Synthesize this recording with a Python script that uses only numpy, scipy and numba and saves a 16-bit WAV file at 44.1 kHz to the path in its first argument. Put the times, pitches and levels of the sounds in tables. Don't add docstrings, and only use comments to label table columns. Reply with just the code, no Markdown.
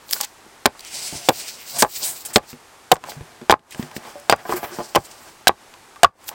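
import sys
import numpy as np
from scipy import signal
from scipy.fft import rfft, irfft, next_fast_len
from scipy.io import wavfile
from scipy.ndimage import uniform_filter1d
from numba import njit

SR = 44100
rng = np.random.default_rng(int(sys.argv[2]) if len(sys.argv) > 2 else 0)


def wav_out(sig):
    wavfile.write(sys.argv[1], SR, np.round(np.clip(np.atleast_2d(sig).T, -1, 1) * 32767).astype(np.int16))


N = 279594

# (f/Hz, level/dB, t60/s before the ring length factor)
STAKE = [(150, -8, .08), (242, -6, .07), (360, -5, .07), (460, -4, .06), (590, -2, .06), (710, 0, .055),
         (835, -1, .055), (990, -3, .05), (1150, -4, .05), (1430, -6, .045), (1570, -6, .045),
         (1850, -10, .04), (2190, -13, .035), (3000, -16, .025)]
# (f/Hz, level/dB, t60/s before the ring length factor)
BLADE = [(4810, -4.5, 0.14), (5450, -16.5, 0.012), (7300, -11.5, .03)]
# (f/Hz, relative level/dB per Hz)
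CRACK = [(880, -23), (1500, 16.5), (2490, 8.5), (3130, 8.5), (6540, -1.5), (8650, 0.5), (9750, -27.5),
         (13500, -6.5), (16200, -32)]


def undb(db):
    return 10 ** (np.asarray(db) / 20)


def unit(x):
    return x / np.sqrt(np.mean(x ** 2))


def coloured(points):
    hz, db = np.transpose(points)
    size = next_fast_len(N)
    f = np.fft.rfftfreq(size, 1 / SR) + 1
    shape = undb(np.interp(np.log(f), np.log(hz), db))
    return unit(irfft(rfft(rng.standard_normal(size)) * shape, size)[:N])


def band(x, hz, width_hz):
    return signal.lfilter(*signal.iirpeak(min(hz, .45 * SR), max(hz / width_hz, .3), fs=SR), x)


def ring(t, modes, gains, detune, linger=0.82):
    hz, db, t60 = np.array(modes, float).T[:, :, None]
    fade = undb(-60 * t / (t60 * max(linger, .2)))
    tone = np.sin(2 * np.pi * hz * detune[:, None] * t)
    return np.sum(gains[:, None] * undb(db) * tone * fade, axis=0)


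def blade_ring(t):
    return ring(t, BLADE, np.ones(len(BLADE)), np.ones(len(BLADE)))


def add(out, s, x):
    i = int(s * SR)
    out[i:i + len(x)] += x[:N - i]


def walk(count):
    k = int(SR / count)
    levels = np.repeat(rng.standard_normal(N // k + 1), k)
    return 1.25 * uniform_filter1d(levels, k)[:N]


def grains(rate, spread_db):
    size = undb(spread_db * rng.exponential(size=N)) * np.sign(rng.standard_normal(N))
    return unit(size * (rng.random(N) < rate / SR))


def wood_air():
    # (f/Hz, relative level/dB per Hz)
    air_points = [(12, -35), (20, -10.5), (102, -8), (146, -10.5), (286, -7.5), (348, -4.5), (461, -6.5),
                  (628, -7), (785, -3), (1450, -7), (3190, -14), (8500, -17), (13700, -26.5), (16200, -31)]
    # (t/s, treble level/dB, time until the return/s, return/s)
    hush_rows = [(3.51, -7, 0.13, 0.12), (6.047, -13.5, 0.082, 0.088)]
    t = np.arange(N) / SR
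    air = coloured(air_points) * undb(-48.5 + 0.32 * walk(count=5))
    low = signal.lfilter(*signal.butter(2, 1800., fs=SR), air)
    hush_db = 0
    for s, db, hold, back in hush_rows:
        hush_db = hush_db + np.interp(t, [s, s + .03, s + hold, s + hold + back], [0, db, db, 0])
    return low * undb(0.29 * hush_db) + (air - low) * undb(hush_db)


def swells(rows, tilt=0, offset_db=0.):
    swell_db = 20
    t, power = np.arange(0, N, 64) / SR, 0
    for s, db, rise, fall, *bright in rows:
        away = np.where(t < s, (s - t) / max(rise, .005), (t - s) / max(fall, .005))
        power = power + undb(db + offset_db + tilt * sum(bright) - swell_db * away) ** 2
    return np.interp(np.arange(N) / SR, t, np.sqrt(power))


def rustle():
    # (loudest at t/s, level/dB, rise/s, fall/s, brightness/dB: + airy, - crunchy)
    swish_rows = [(.133, -28, 0.051, 0.043, 5), (.165, -34.5, .04, 0.12, -2), (.21, -30.5, .015, .06, 0),
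                  (.252, -43, .04, .015, -20), (.86, -44.5, .08, .1, -15), (.952, -30.5, 0.14, 0.9, -9),
                  (1.162, -36, .04, .09, -15.5), (1.27, -41, 0.05, 0.078, 1), (1.33, -32, .04, 0.11, 3),
                  (1.4, -33.5, .1, .12, -2.5), (1.492, -28.5, 0.083, 0.076, -0.5),
                  (1.614, -36, .05, .07, 0.5), (1.708, -30, .1, .1, -1.5), (1.77, -30, .1, .05, -7),
                  (1.96, -31, .14, .2, 1), (2.04, -29.5, 0.21, 0.1, 3), (2.092, -48.5, .15, .15, 13),
                  (2.17, -34, .05, .1, 2), (2.29, -37.5, .05, .06, -0.5), (2.504, -36, .04, .04, 0.5),
                  (3.098, -34.5, .04, .07, -3.5), (3.724, -39, .025, .05, -15), (3.802, -40.5, .05, .1, -1),
                  (3.968, -30, .02, .015, 1), (4.072, -47, .15, .3, -6), (4.524, -36.5, .1, .04, 4.5),
                  (4.566, -31.5, .015, .05, 5), (4.644, -41, .05, .08, 14), (4.76, -37.5, .1, .4, -2),
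                  (5.048, -42, .04, .07, -5.5), (5.114, -39.5, .015, .025, -10), (5.28, -48.5, .5, .15, -2),
                  (6.288, -31.5, .02, 0.022, 7.5), (6.27, -54, 0.087, .1, 2)]
    # (loudest at t/s, level/dB, rise/s, fall/s)
    drag_rows = [(.14, -40.5, 0.089, 0.12), (.96, -40.5, 0.11, 0.5), (1.14, -36.5, 0.067, 0.13),
                 (1.33, -43.5, 0.15, 0.7), (1.45, -48.5, .1, 0.064), (1.77, -33, 0.067, 0.15),
                 (2.03, -37, 0.1, 0.19), (2.32, -39.5, 0.12, .05), (2.44, -40.5, 0.077, 0.055),
                 (3.07, -39, 0.084, .12), (3.15, -46, 0.069, 0.56), (3.802, -37, 0.075, 0.14),
                 (3.965, -46, .1, 0.12), (4.072, -37, 0.19, 0.18), (4.4, -35.5, 0.15, 0.067),
                 (4.5, -29, 0.025, 0.064), (4.53, -28.5, 0.07, 0.049), (4.566, -27.5, 0.014, 0.06),
                 (4.644, -24, 0.023, 0.035), (4.75, -35.5, 0.3, 0.28), (5.29, -46, 0.82, 0.044),
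                 (6.33, -42.5, 0.068, .05)]
    # (f/Hz, half the bandwidth/Hz, level/dB)
    cloth_bands = [(3930, 150, -17.5), (4620, 500, 10), (7580, 840, 17.5), (9100, 64, -8.5)]
    swish = swells(swish_rows)
    airy = swells(swish_rows, tilt=0.84, offset_db=-3.5)
    crunchy = swells(swish_rows, tilt=-0.53, offset_db=-10.5)
    dragged = swells(drag_rows)
    rub = rng.standard_normal(N) + .5 * grains(1500., spread_db=2.5)
    flicker = [undb(2.2 * walk(rate)) for rate in (14, 19, 25, 33, 45)]

    broad = unit(band(band(rub, 4380.0, 5300.0), 5730.0, 3600.0))
    cloth = np.zeros(N)
    for k, (f, half_width, db) in enumerate(cloth_bands):
        cloth += undb(db) * flicker[k % 3] * unit(band(rub, f, 2 * half_width))
    top = unit(band(band(rub, 8700.0, 8900.0), 18000.0, 4700.0)) * flicker[2]
    crunch = unit(band(band(rub, 2900.0, 2500.0), 2300.0, 3500.)) * flicker[3]
    drag = np.zeros(N)
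    for k, (f, db, _) in enumerate(STAKE):
        drag += undb(1.3 * db) * flicker[k % 5] * unit(band(rub, f, f / 8))
    sleeve = unit(broad + 1.1 * unit(cloth)) * flicker[4]
    return swish * sleeve + airy * top + crunchy * crunch + dragged * unit(drag)


def tears(focus=0.55, blade_db=-62):
    # (t/s, peak level/dB, brightest f/Hz, length/s)
    tear_rows = [(0.0834, -31, 6800, 0.0018), (0.092, -25.5, 4500, .00074), (0.1096, -9.5, 11600, 0.0015),
                 (0.115, -19.5, 9000, 0.00074), (0.1282, -6.5, 5500, 0.0012), (0.133, 2, 4860, 0.00045),
                 (0.1424, -17, 4830, .0012), (0.1845, -21, 12000, .001), (0.2105, -4, 6600, 0.0025),
                 (0.2298, -15.5, 4370, 0.011), (0.2428, -16.5, 6440, 0.0063), (0.6591, 3.5, 3150, 0.0028),
                 (0.7931, -22, 4060, 0.0026), (0.805, -24.5, 4660, 0.0038), (0.849, -21, 4400, 0.0011),
                 (1.2872, -2, 3500, 0.0049), (1.782, -6, 7750, 0.033), (1.798, -18, 8600, .014),
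                 (1.822, 0, 5170, .003), (1.97, -24.5, 5540, 0.00082), (2.032, -11.5, 8460, 0.063),
                 (2.2485, -15.5, 8500, 0.018), (2.331, -17, 7600, 0.024), (2.3613, -6, 3370, 0.0064),
                 (2.9157, 5, 3210, 0.0044), (2.9365, -15.5, 7550, 0.0081), (3.0924, -25, 4480, 0.014),
                 (3.5118, -1.5, 3500, .0045), (3.7084, -23.5, 7620, .0015), (3.7114, -26.5, 3390, 0.0021),
                 (3.724, -23.5, 3260, 0.00057), (4.198, -30, 9500, 0.0026), (4.307, -13.5, 3100, 0.011),
                 (4.36, -26, 7400, 0.0036), (4.5361, -18.5, 4900, 0.00098), (4.9554, -1.5, 2600, 0.0038),
                 (5.4785, 3.5, 3800, 0.0044), (6.039, -15, 2820, 0.0037), (6.2422, -33, 8000, 0.0012),
                 (6.279, -21.5, 4970, 0.0053), (6.2907, -7.5, 4750, 0.00089)]
    out = np.zeros(N)
    fibres = .6 * grains(9000., spread_db=2.0) + coloured(CRACK)
    for s, db, hz, length in tear_rows:
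        length = max(length, .0007)
        t = np.arange(int(6 * length * SR)) / (length * SR)
        i = int(s * SR)
        raw = np.diff(fibres[i - 1:i + len(t)])
        x = (1 - focus) * unit(raw) + focus * unit(band(raw, hz, hz / 3))
        swell = np.minimum(5 * t, 1) * np.exp(-np.maximum(t - 1, 0) * 2.2)
        x = x * swell[:len(x)]
        add(out, s, undb(db) * x / np.abs(x).max())
    blade = blade_ring(np.arange(SR // 20) / SR)
    return out + undb(blade_db) * signal.fftconvolve(out, blade)[:N]


def pings():
    # (t/s, level/dB)
    ping_rows = [(0.134, -26), (3.498, -23), (4.299, -12), (6.034, -31)]
    out = np.zeros(N)
    blade = blade_ring(np.arange(SR // 4) / SR)
    for s, db in ping_rows:
        add(out, s, undb(db) * blade)
    return out


def knocks(blade_db=-42, gain_db=-0.5, thud_db=-26, thud_hz=76.0, thud_t60=0.1):
    # (t/s, level/dB before gain_db, loudest f/Hz, crack level/dB re knock,
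    # breadth/octaves, ring length factor: longer when the stake hangs free)
    knock_rows = [(0.163, -28, 1500, -2, 0.49, 0.35), (0.2045, -20.5, 890, 2.5, 0.083, 0.54),
                  (0.234, -28.5, 910, -9, 0.21, 0.64), (0.464, -43, 423, -19, 0.36, 0.41),
                  (0.6568, 6.5, 687, -1.5, 0.59, 0.15), (0.751, -37, 1080, -16, .39, 0.38),
                  (1.126, -22, 190, -27, 1, 0.18), (1.152, -28.5, 182, -24, 0.37, 0.58),
                  (1.2873, 0, 610, 0, 0.3, 0.27), (1.293, -2.5, 713, -15, 0.53, 0.27),
                  (1.306, -19, 746, -7.5, 0.96, .9), (1.824, -1, 684, 4, 1, 0.38),
                  (1.829, 0, 860, -14.5, 0.26, 0.18), (1.848, -4, 825, -22, 0.74, 0.24),
                  (2.359, 2, 490, 7, 0.36, 0.18), (2.364, -1.5, 500, -15, 0.67, 1.1),
                  (2.381, -9.5, 800, -1, 0.76, 0.72), (2.53, -29.5, 189, -1.5, 0.84, 1.75),
                  (2.916, 6, 676, -7, 0.22, 0.86), (2.92, 4, 825, -14.5, 0.39, 0.15),
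                  (2.956, -19.5, 1240, 0, 0.25, 1), (2.966, -19.5, 680, -3.5, .32, 0.69),
                  (3.039, -23.5, 1050, 3, 0.23, 0.46), (3.074, -33.5, 680, -14, 0.36, 1.1),
                  (3.087, -26, 700, -13, 0.36, 0.59), (3.119, -39, 524, 15, 0.54, 0.72),
                  (3.166, -30, 160, -11, .3, 2.3), (3.209, -23.5, 151, -10, 0.75, 0.67),
                  (3.415, -26.5, 284, -7.5, 0.62, 0.92), (3.4971, 10, 727, -11, 0.37, 0.2),
                  (3.508, -14.5, 710, 15.5, 0.96, 1), (3.5243, 11, 990, -18.5, 0.48, 0.38),
                  (3.593, -38.5, 285, 5, 0.68, 0.47), (3.747, -30, 252, 8, .95, 0.67),
                  (3.795, -16, 221, -18.5, 0.37, 0.48), (3.827, -26.5, 193, 6.5, 0.57, 2),
                  (3.914, -37, 1210, 9, 0.35, 0.61), (3.965, -21.5, 270, 3.5, 0.24, 0.41),
                  (4.051, -32, 1090, 0.5, .95, 0.23), (4.156, -27, 590, -22, 0.23, 4.2),
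                  (4.297, 3.5, 710, 3, .22, 0.27), (4.3252, 9, 1280, -8.5, 0.77, 0.35),
                  (4.453, -21.5, 940, -17, 1, 1.1), (4.494, -12, 450, -16.5, 1, 1.6),
                  (4.524, -7, 1035, -35, 0.23, 0.52), (4.538, -18, 352, -22, 0.087, 1.5),
                  (4.631, -18.5, 700, -7, .7, 1.8), (4.719, -32, 363, -23, 0.14, 1.7),
                  (4.787, -13.5, 450, -20, 0.84, 1.84), (4.804, -17, 756, -23, 1, 1),
                  (4.9494, -7.5, 790, -2.5, 0.33, 1.9), (4.961, 4, 730, -7, 1, 0.3),
                  (4.983, -13.5, 162, -13, 0.64, 0.6), (5.4712, 0, 724, 4.5, 0.11, 0.95),
                  (5.4937, 3.5, 893, -27.5, .5, .55), (5.739, -42, 1030, 9.5, .31, .79),
                  (5.9595, -36.5, 1155, 3, 0.2, 0.78), (6.0324, 6, 720, 1, 0.087, 0.61),
                  (6.0454, 10, 1170, -13.5, 0.27, 0.55), (6.288, -34.5, 913, 10.5, 0.17, 0.82),
                  (6.315, -32, 1120, -10, 1, 0.44)]
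    chatter_db, chatter_s = -13.5, 0.016
    chatter_slope = -0.24
    out, t = np.zeros(N), np.arange(SR // 6) / SR
    crack = coloured(CRACK)
    judder = grains(2600., spread_db=3.5)
    ground = unit(band(rng.standard_normal(N), thud_hz, 100.0))
    mode_hz = np.array(STAKE)[:, 0]
    chance = rng.standard_normal((len(knock_rows), 2, len(STAKE)))
    blade = blade_ring(t)
    for (s, db, hz, crack_db, breadth, linger), (size, tune) in zip(knock_rows, chance):
        near = np.exp(-np.abs(np.log2(mode_hz / hz)) / max(breadth, .1))
        wood = ring(t, STAKE, near * undb(2. * size), 1 + .02 * tune, linger)
        push = np.hanning(int(.14 * SR / hz) + 3)
        wood = np.convolve(wood, push)[:len(t)]
        wood = signal.lfilter(*signal.butter(2, hz / 3, "high", fs=SR), wood)

        i = min(int(s * SR), N - len(t))
        shakes = judder[i:i + len(t)] * np.exp(-(t / chatter_s) ** 2)
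        chatter = signal.fftconvolve(shakes, wood)[:len(t)]
        chatter = chatter / np.sqrt(np.sum(wood ** 2)) * undb(chatter_db + chatter_slope * db)
        edge = crack[i:i + len(t)] * undb(-60 * t / .018)
        edge = edge / np.abs(edge).max() + undb(blade_db) * blade
        thud = undb(thud_db) * ground[i:i + len(t)] * np.minimum(t / 0.023, 1) * undb(-60 * t / thud_t60)
        hit = wood / np.abs(wood).max() + chatter + thud + undb(crack_db) * edge
        add(out, s, undb(db + gain_db) * hit)
    return out


def woods(dry, t60=0.099, hz=825.0, wet_db=-23):
    t = np.arange(SR // 3) / SR
    tail = band(rng.standard_normal(len(t)), hz, 1100.0) * undb(-60 * t / t60)
    return signal.fftconvolve(dry, tail / np.sqrt(np.sum(tail ** 2)))[:N] * undb(wet_db)


def scene():
    blows = knocks() + tears() + pings()
    return (blows + woods(blows) + rustle() + wood_air())[None]


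@njit
def follow(x, attack, release):
    e, out = 0., np.empty(len(x))
    for i in range(len(x)):
        e += (abs(x[i]) - e) * (attack if abs(x[i]) > e else release)
        out[i] = e
    return out


def record(dry, top_db=-17, ratio=23.0, attack_s=0.012, release_s=0.11):
    top_hz = 16200
    e = follow(dry[0], 1 / (attack_s * SR), 1 / (release_s * SR))
    gain = np.minimum(undb(top_db) / (e + 1e-9), 1) ** (1 - 1 / max(ratio, 1))
    lag = SR // 60
    gain = np.concatenate([np.ones(lag), gain[:N - lag]])
    clipped = np.clip(dry * gain, -1, 1)
    return signal.sosfilt(signal.ellip(8, .2, 60, top_hz, fs=SR, output="sos"), clipped)


dry = scene()
out = record(dry)
wav_out(out)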